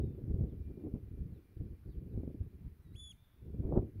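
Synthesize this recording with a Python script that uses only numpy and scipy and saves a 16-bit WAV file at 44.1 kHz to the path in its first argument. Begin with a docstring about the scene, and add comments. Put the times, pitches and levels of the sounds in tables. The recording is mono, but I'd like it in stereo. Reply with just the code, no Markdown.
"""From the start, wind over open grass buffets two microphone openings, each in its own way, while
far birds chirp faintly over a thin hiss and a faint whine. Now and then a swirl of air thumps a
microphone. Near three seconds an oystercatcher gives one clear piping whistle: a soft low lead-in,
a leap to a held note, a drop. A dull echo comes back from far trees.
Near the end the wind peaks in a gust."""
import sys
import numpy as np
from scipy import signal
from scipy.fft import rfft, irfft
from scipy.io import wavfile
from scipy.ndimage import uniform_filter1d

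SR = 44100
rng = np.random.default_rng(int(sys.argv[2]) if len(sys.argv) > 2 else 0)


def generate_wav(sig):
    """Save sig (samples, or channels by samples) to the path in sys.argv[1] as 16-bit PCM at SR."""
    pcm = np.round(np.clip(np.atleast_2d(sig).T, -1, 1) * 32767).astype(np.int16)
    wavfile.write(sys.argv[1], SR, pcm)


N = 176400
T = np.arange(N) / SR
HZ = np.fft.rfftfreq(N, 1 / SR)

# The oystercatcher's tune. Each row: time in seconds, base pitch in Hz, base level in dB.
WHISTLE_TUNE = [(2.82, 2110, -76), (2.86, 1950, -71), (2.925, 1905, -73.5), (2.943, 2066, -65),
                (2.954, 2510, -61), (2.962, 3360, -57), (2.975, 3430, -57.5), (2.992, 3490, -52.5),
                (3.025, 3501, -50), (3.06, 3470, -49), (3.088, 3435, -53), (3.098, 3365, -52),
                (3.106, 3410, -54), (3.115, 3350, -50), (3.122, 2920, -58), (3.129, 2260, -63),
                (3.14, 1960, -81)]


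def amp(db):
    """Turns decibels into a number to multiply by."""
    return 10 ** (np.asarray(db) / 20)


def unit(x):
    """Scales a signal to an average (rms) size of 1."""
    return x / np.sqrt(np.mean(x ** 2) + 1e-20)


def curve(table, t):
    """Reads a table at times t, joining its rows with straight lines."""
    at, *columns = np.transpose(table)
    return np.array([np.interp(t, at, c) for c in columns])


def colour(table, hz):
    """Reads a table of dB as gains, joining its rows on a scale of octaves."""
    at, *columns = np.transpose(table)
    return amp([np.interp(np.log(hz + 1), np.log(at + 1), c) for c in columns])


def filtered(x, gain):
    """Turns each frequency up or down by gain(hz)."""
    size = x.shape[-1]
    return irfft(rfft(x) * gain(np.fft.rfftfreq(size, 1 / SR)), size)


def noise(gain):
    """Noise with the given gain at each frequency."""
    return irfft(rfft(rng.standard_normal(N)) * gain, N)


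def wander(rate_hz, size=N):
    """A smooth random wobble, mostly slower than rate_hz."""
    return unit(filtered(rng.standard_normal(size), lambda hz: 1 / (1 + (hz / rate_hz) ** 4)))


def placed(start, sound):
    """Puts a short stereo sound at its time in the scene."""
    return np.pad(sound, ((0, 0), (round(start * SR), N)))[:, :N]


def scatter(x, delay_s, rise_s, fade_s, level_db):
    """A blurred outdoor echo, different in each ear, that falls 60 dB in fade_s."""
    t = np.maximum(T[:SR] - delay_s, 0)
    tails = rng.standard_normal((2, SR)) * (1 - np.exp(-t / rise_s)) * np.exp(-np.log(1000) * t / fade_s)
    tails /= np.linalg.norm(tails, axis=1, keepdims=True)
    return amp(level_db) * signal.fftconvolve(x, tails, axes=1)[:, :N]


def wind(gusts):
    """Churning air at one microphone: a lumpy rumble, and a flutter that brightens in gusts."""
    # The tone of three parts of the wind. 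Each row: frequency in Hz, relative level in dB.
    rumble_tone = [(10, -31.5), (28, -15), (45, -2), (70, 3.5), (110, -2), (170, -8.5), (240, -16.5),
                   (400, -44), (900, -90.5)]
    flutter_tone = [(100, -19.5), (190, 0), (260, 1.5), (400, -1.5), (490, -13.5), (620, -23), (760, -29.5),
                    (1200, -51.5), (3000, -87.5)]
    gale_tone = [(300, -34.5), (620, -18), (760, -29.5), (1000, -34), (1300, -46), (1700, -59.5),
                 (3000, -78.5), (8000, -100)]
    rumble_db, flutter_db = curve(gusts, T)
    rumble_trim_db, flutter_trim_db, gale_from_db = -1.53, -1.76, -37
    frames = dict(nperseg=512, noverlap=384)
    hz, t, spectrum = signal.stft(rng.standard_normal(N), SR, **frames)
    # A stronger gust adds smaller swirls, which sound higher.
    gale = amp(np.interp(t, T, flutter_db) - gale_from_db)
    shape = np.hypot(colour(flutter_tone, hz).T, colour(gale_tone, hz).T * gale)
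    shape /= np.linalg.norm(shape, axis=0)
    flutter = unit(signal.istft(spectrum * shape, **frames)[1][:N])
    rumble = unit(noise(colour(rumble_tone, HZ)[0]))
    lumps = amp(4 * wander(rate_hz=32))
    return lumps * (rumble * amp(rumble_db + rumble_trim_db) + flutter * amp(flutter_db + flutter_trim_db))


def hiss():
    """Still air and the microphones make a thin, slightly patchy hiss."""
    # The tone of the hiss. Each row: frequency in Hz, left and right level in dB per Hz.
    hiss_tone = [(30, -93.5, -86.5), (200, -102, -103), (620, -109, -114), (1510, -110, -117),
                 (2260, -112, -119), (3130, -118, -120.5), (4840, -123, -124), (7750, -131, -131),
                 (9030, -124, -131), (10870, -119.5, -121.5), (15500, -119.5, -120)]
    steady = np.array([noise(gain) for gain in colour(hiss_tone, HZ)]) * np.sqrt(SR / 2)
    spectrum = signal.stft(steady, nperseg=512)[2]
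    patches = uniform_filter1d(rng.standard_normal(spectrum.shape), size=6, axis=1)  # blur in frequency
    patches_db = 1.66 * unit(uniform_filter1d(patches, size=8, axis=2))  # blur in time
    return signal.istft(spectrum * amp(patches_db), nperseg=512)[1][:, :N]


def whine(pitch_hz=2382, width_hz=4.7, left_db=-89, right_db=-98):
    """A very narrow band of noise, heard as a faint wavering note."""
    band = 1 / (1 + ((HZ - pitch_hz) / width_hz) ** 2)
    return np.array([amp(side_db) * unit(noise(band)) for side_db in (left_db, right_db)])


def far_birds(wobble=0.0098, right_db=-12.5):
    """Thin gliding chirps, blurred by distance."""
    # The chirps. Each row: start and length in seconds, first and last pitch in Hz, level in dB.
    chirps = [(0.0, 0.075, 3650, 3800, -79), (0.024, .17, 3780, 3410, -85), (0.475, 0.069, 4050, 2810, -82),
              (1.315, 0.083, 4370, 3150, -84), (1.868, .1, 4700, 2780, -81.5),
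              (1.888, 0.055, 4860, 4300, -81.5), (2.093, .05, 4500, 3480, -85)]
    out = np.zeros(N)
    for start, length, first_hz, last_hz, level_db in chirps:
        progress = np.clip((T - start) / length, 0, 1)
        pitch = (first_hz + (last_hz - first_hz) * progress) * (1 + wobble * wander(rate_hz=129))
        phase = 2 * np.pi * np.cumsum(pitch) / SR
        out += amp(level_db) * np.sqrt(abs(np.sin(np.pi * progress))) * np.sin(phase)
    out = out * amp([[0], [right_db]])
    return out + scatter(out, delay_s=.0025, rise_s=.0025, fade_s=.15, level_db=-4.5)


def thumps():
    """Each swirl of air hits the microphones as one push of pressure between two dips."""
    # The swirls. Each row: time and width in seconds, left and right level in dB.
    swirls = [(0.241, 0.0026, -25, -41), (0.344, 0.0033, -23.5, -22), (0.411, .0014, -21.5, -37.5),
              (.941, 0.0019, -26, -27.5), (2.177, 0.0013, -38, -21.5), (2.235, 0.0011, -28, -35),
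              (2.278, 0.0013, -25.5, -28.5), (3.655, 0.0035, -40, -19.5), (3.725, 0.00074, -44, -17),
              (3.776, 0.0018, -15, -15.5)]
    out = np.zeros((2, N))
    for at, width, left_db, right_db in swirls:
        offset = (T - at) / width
        out += amp([[left_db], [right_db]]) * (1 - offset ** 2) / (1 + offset ** 2 / 2) ** 3
    return out


def whistle(pitch_factor, wobble=.0012, wobble_hz=153, flicker_db=1.8, edge_s=.006):
    """A clean tone and four overtones, each louder where the bird's throat and bill ring."""
    # How throat and bill shape the tone. Each row: frequency in Hz, left and right gain in dB.
    throat = [(1900, -11.5, -15.5), (2900, -3, -14), (3450, 1, -15.5), (4000, -3, -24), (4960, -5, -25),
              (5800, -23, -28), (6330, -7, -28), (7440, -2.5, -20), (7600, -17, -26), (8700, 12, -21),
              (8900, 0, -42), (10300, 0, -14), (12100, 8, -14), (13900, -33, -34)]
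    drop_db_per_octave, fast_slide_hz_per_s = 7, 270000
    start, end = WHISTLE_TUNE[0][0], WHISTLE_TUNE[-1][0]
    t, out = start + T[:SR // 2], 0
    pitch, level_db = curve(WHISTLE_TUNE, t)
    slide = uniform_filter1d(abs(np.gradient(pitch, t)), size=200) / fast_slide_hz_per_s
    pitch = pitch * (1 + wobble * wander(wobble_hz, size=len(t)))
    phase = 2 * np.pi * pitch_factor * np.cumsum(pitch) / SR
    level = amp(level_db) * np.clip(np.minimum(t - start, end - t) / edge_s, 0, 1)
    for k in range(1, 6):
        shimmer_db = flicker_db * np.sqrt(k) * wander(wobble_hz / 2, size=len(t))
        strength = amp(shimmer_db - drop_db_per_octave * np.log2(k))
        strength /= 1 + (k - 1) * slide  # fast slides weaken the overtones
        out = out + colour(throat, k * pitch) * strength * np.sin(k * phase)
    return level * out


def oystercatcher(copies=8, pitch_spread=.065, treble_lift_db=10):
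    """The whistle, a hoarse halo of scattered, slightly out-of-tune copies, then the far echo."""
    start = WHISTLE_TUNE[0][0]
    halo = sum(scatter(whistle(factor), delay_s=.006, rise_s=.003, fade_s=.32, level_db=-21.5)
               for factor in 1 + pitch_spread * np.linspace(-1.2, 1, copies))
    halo = placed(start, halo / np.sqrt(copies))
    halo = filtered(halo, lambda hz: amp(np.interp(hz, [3500, 10500], [0, treble_lift_db])))
    return placed(start, whistle(pitch_factor=.99)) + halo + placed(start, tree_echo())


def tree_echo(pitch_factor=1.025, pitch_spread=.032, dull_above_hz=4200):
    """Far trees send the whistle back dull and a little higher, as from a bird in flight."""
    far = sum(whistle(pitch_factor + pitch_spread * offset) for offset in (-1, 0, 1))
    dull = filtered(far, lambda hz: 1 / (1 + (hz / dull_above_hz) ** 8))
    return scatter(dull, delay_s=.13, rise_s=.012, fade_s=1.3, level_db=-26)


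def scene():
    """Birds, wind and still air together."""
    # Wind strength on each side. Each row: time in seconds, rumble and flutter in dB before trimming.
    left_gusts = [(0.0, -52, -42), (0.08, -29.5, -51), (0.14, -47.5, -51), (0.24, -36.5, -45.5),
                  (0.32, -34.5, -46), (0.41, -30, -42), (0.52, -47, -51.5), (0.6, -36, -54),
                  (0.66, -45, -56), (0.69, -35, -45), (0.75, -60, -55), (0.87, -36, -38.5),
                  (0.91, -74, -52.5), (0.95, -30, -37.5), (1.01, -79, -55), (1.22, -37, -57.5),
                  (1.37, -46.5, -53.5), (1.47, -66, -72.5), (1.57, -43.5, -59), (1.63, -42.5, -54.5),
                  (1.83, -52, -67.5), (1.89, -39.5, -57), (2.04, -39.5, -51.5), (2.12, -40.5, -50.5),
                  (2.17, -30, -41.5), (2.32, -47.5, -52), (2.42, -38.5, -57.5), (2.52, -49.5, -60),
                  (2.69, -40.5, -58), (2.77, -60, -73.5), (2.8, -47.5, -60.5), (2.85, -90, -77),
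                  (2.89, -47, -60.5), (3.34, -66.5, -91), (3.49, -35.5, -42.5), (3.58, -40.5, -52),
                  (3.65, -35, -32), (3.7, -39, -38), (3.72, -28.5, -28.5), (3.78, -26, -36),
                  (3.87, -47, -50.5), (4.0, -40.5, -62)]
    right_gusts = [(0.0, -27, -38), (0.17, -44.5, -54.5), (0.24, -35.5, -45), (0.45, -31, -40.5),
                   (0.49, -41.5, -50), (0.56, -44, -54.5), (0.67, -43, -59), (0.69, -59, -49.5),
                   (0.74, -35.5, -56), (0.8, -60, -42.5), (0.84, -51, -50), (0.97, -36.5, -43.5),
                   (1.01, -46, -62), (1.15, -41.5, -56.5), (1.22, -64, -54), (1.26, -34, -52),
                   (1.55, -72.5, -66.5), (1.61, -33.5, -45), (1.83, -67.5, -73), (1.89, -48, -44.5),
                   (1.97, -58, -61.5), (2.03, -40, -49.5), (2.35, -41.5, -47), (2.38, -68, -59.5),
                   (2.43, -35.5, -53.5), (2.58, -56, -68.5), (2.68, -37, -64.5), (2.78, -80, -74),
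                   (2.81, -59.5, -81.5), (2.97, -47, -61), (3.01, -61, -75.5), (3.05, -45.5, -63),
                   (3.08, -59.5, -78), (3.22, -54, -82), (3.33, -102, -74), (3.42, -52, -60),
                   (3.6, -30.5, -45.5), (3.75, -40.5, -35.5), (3.77, -44, -25.5), (3.88, -43.5, -49.5),
                   (3.89, -73, -54.5), (4.0, -44, -61)]
    birds = oystercatcher() + far_birds()
    return birds + np.array([wind(left_gusts), wind(right_gusts)]) + thumps() + hiss() + whine()


def record(dry, cutoff_hz=15720):
    """The recorder sharply cuts off the highest treble."""
    low_pass = signal.firwin(1023, cutoff_hz, window=("kaiser", 9), fs=SR)
    return signal.oaconvolve(dry, low_pass[None], "same")


dry = scene()
out = record(dry)
generate_wav(out)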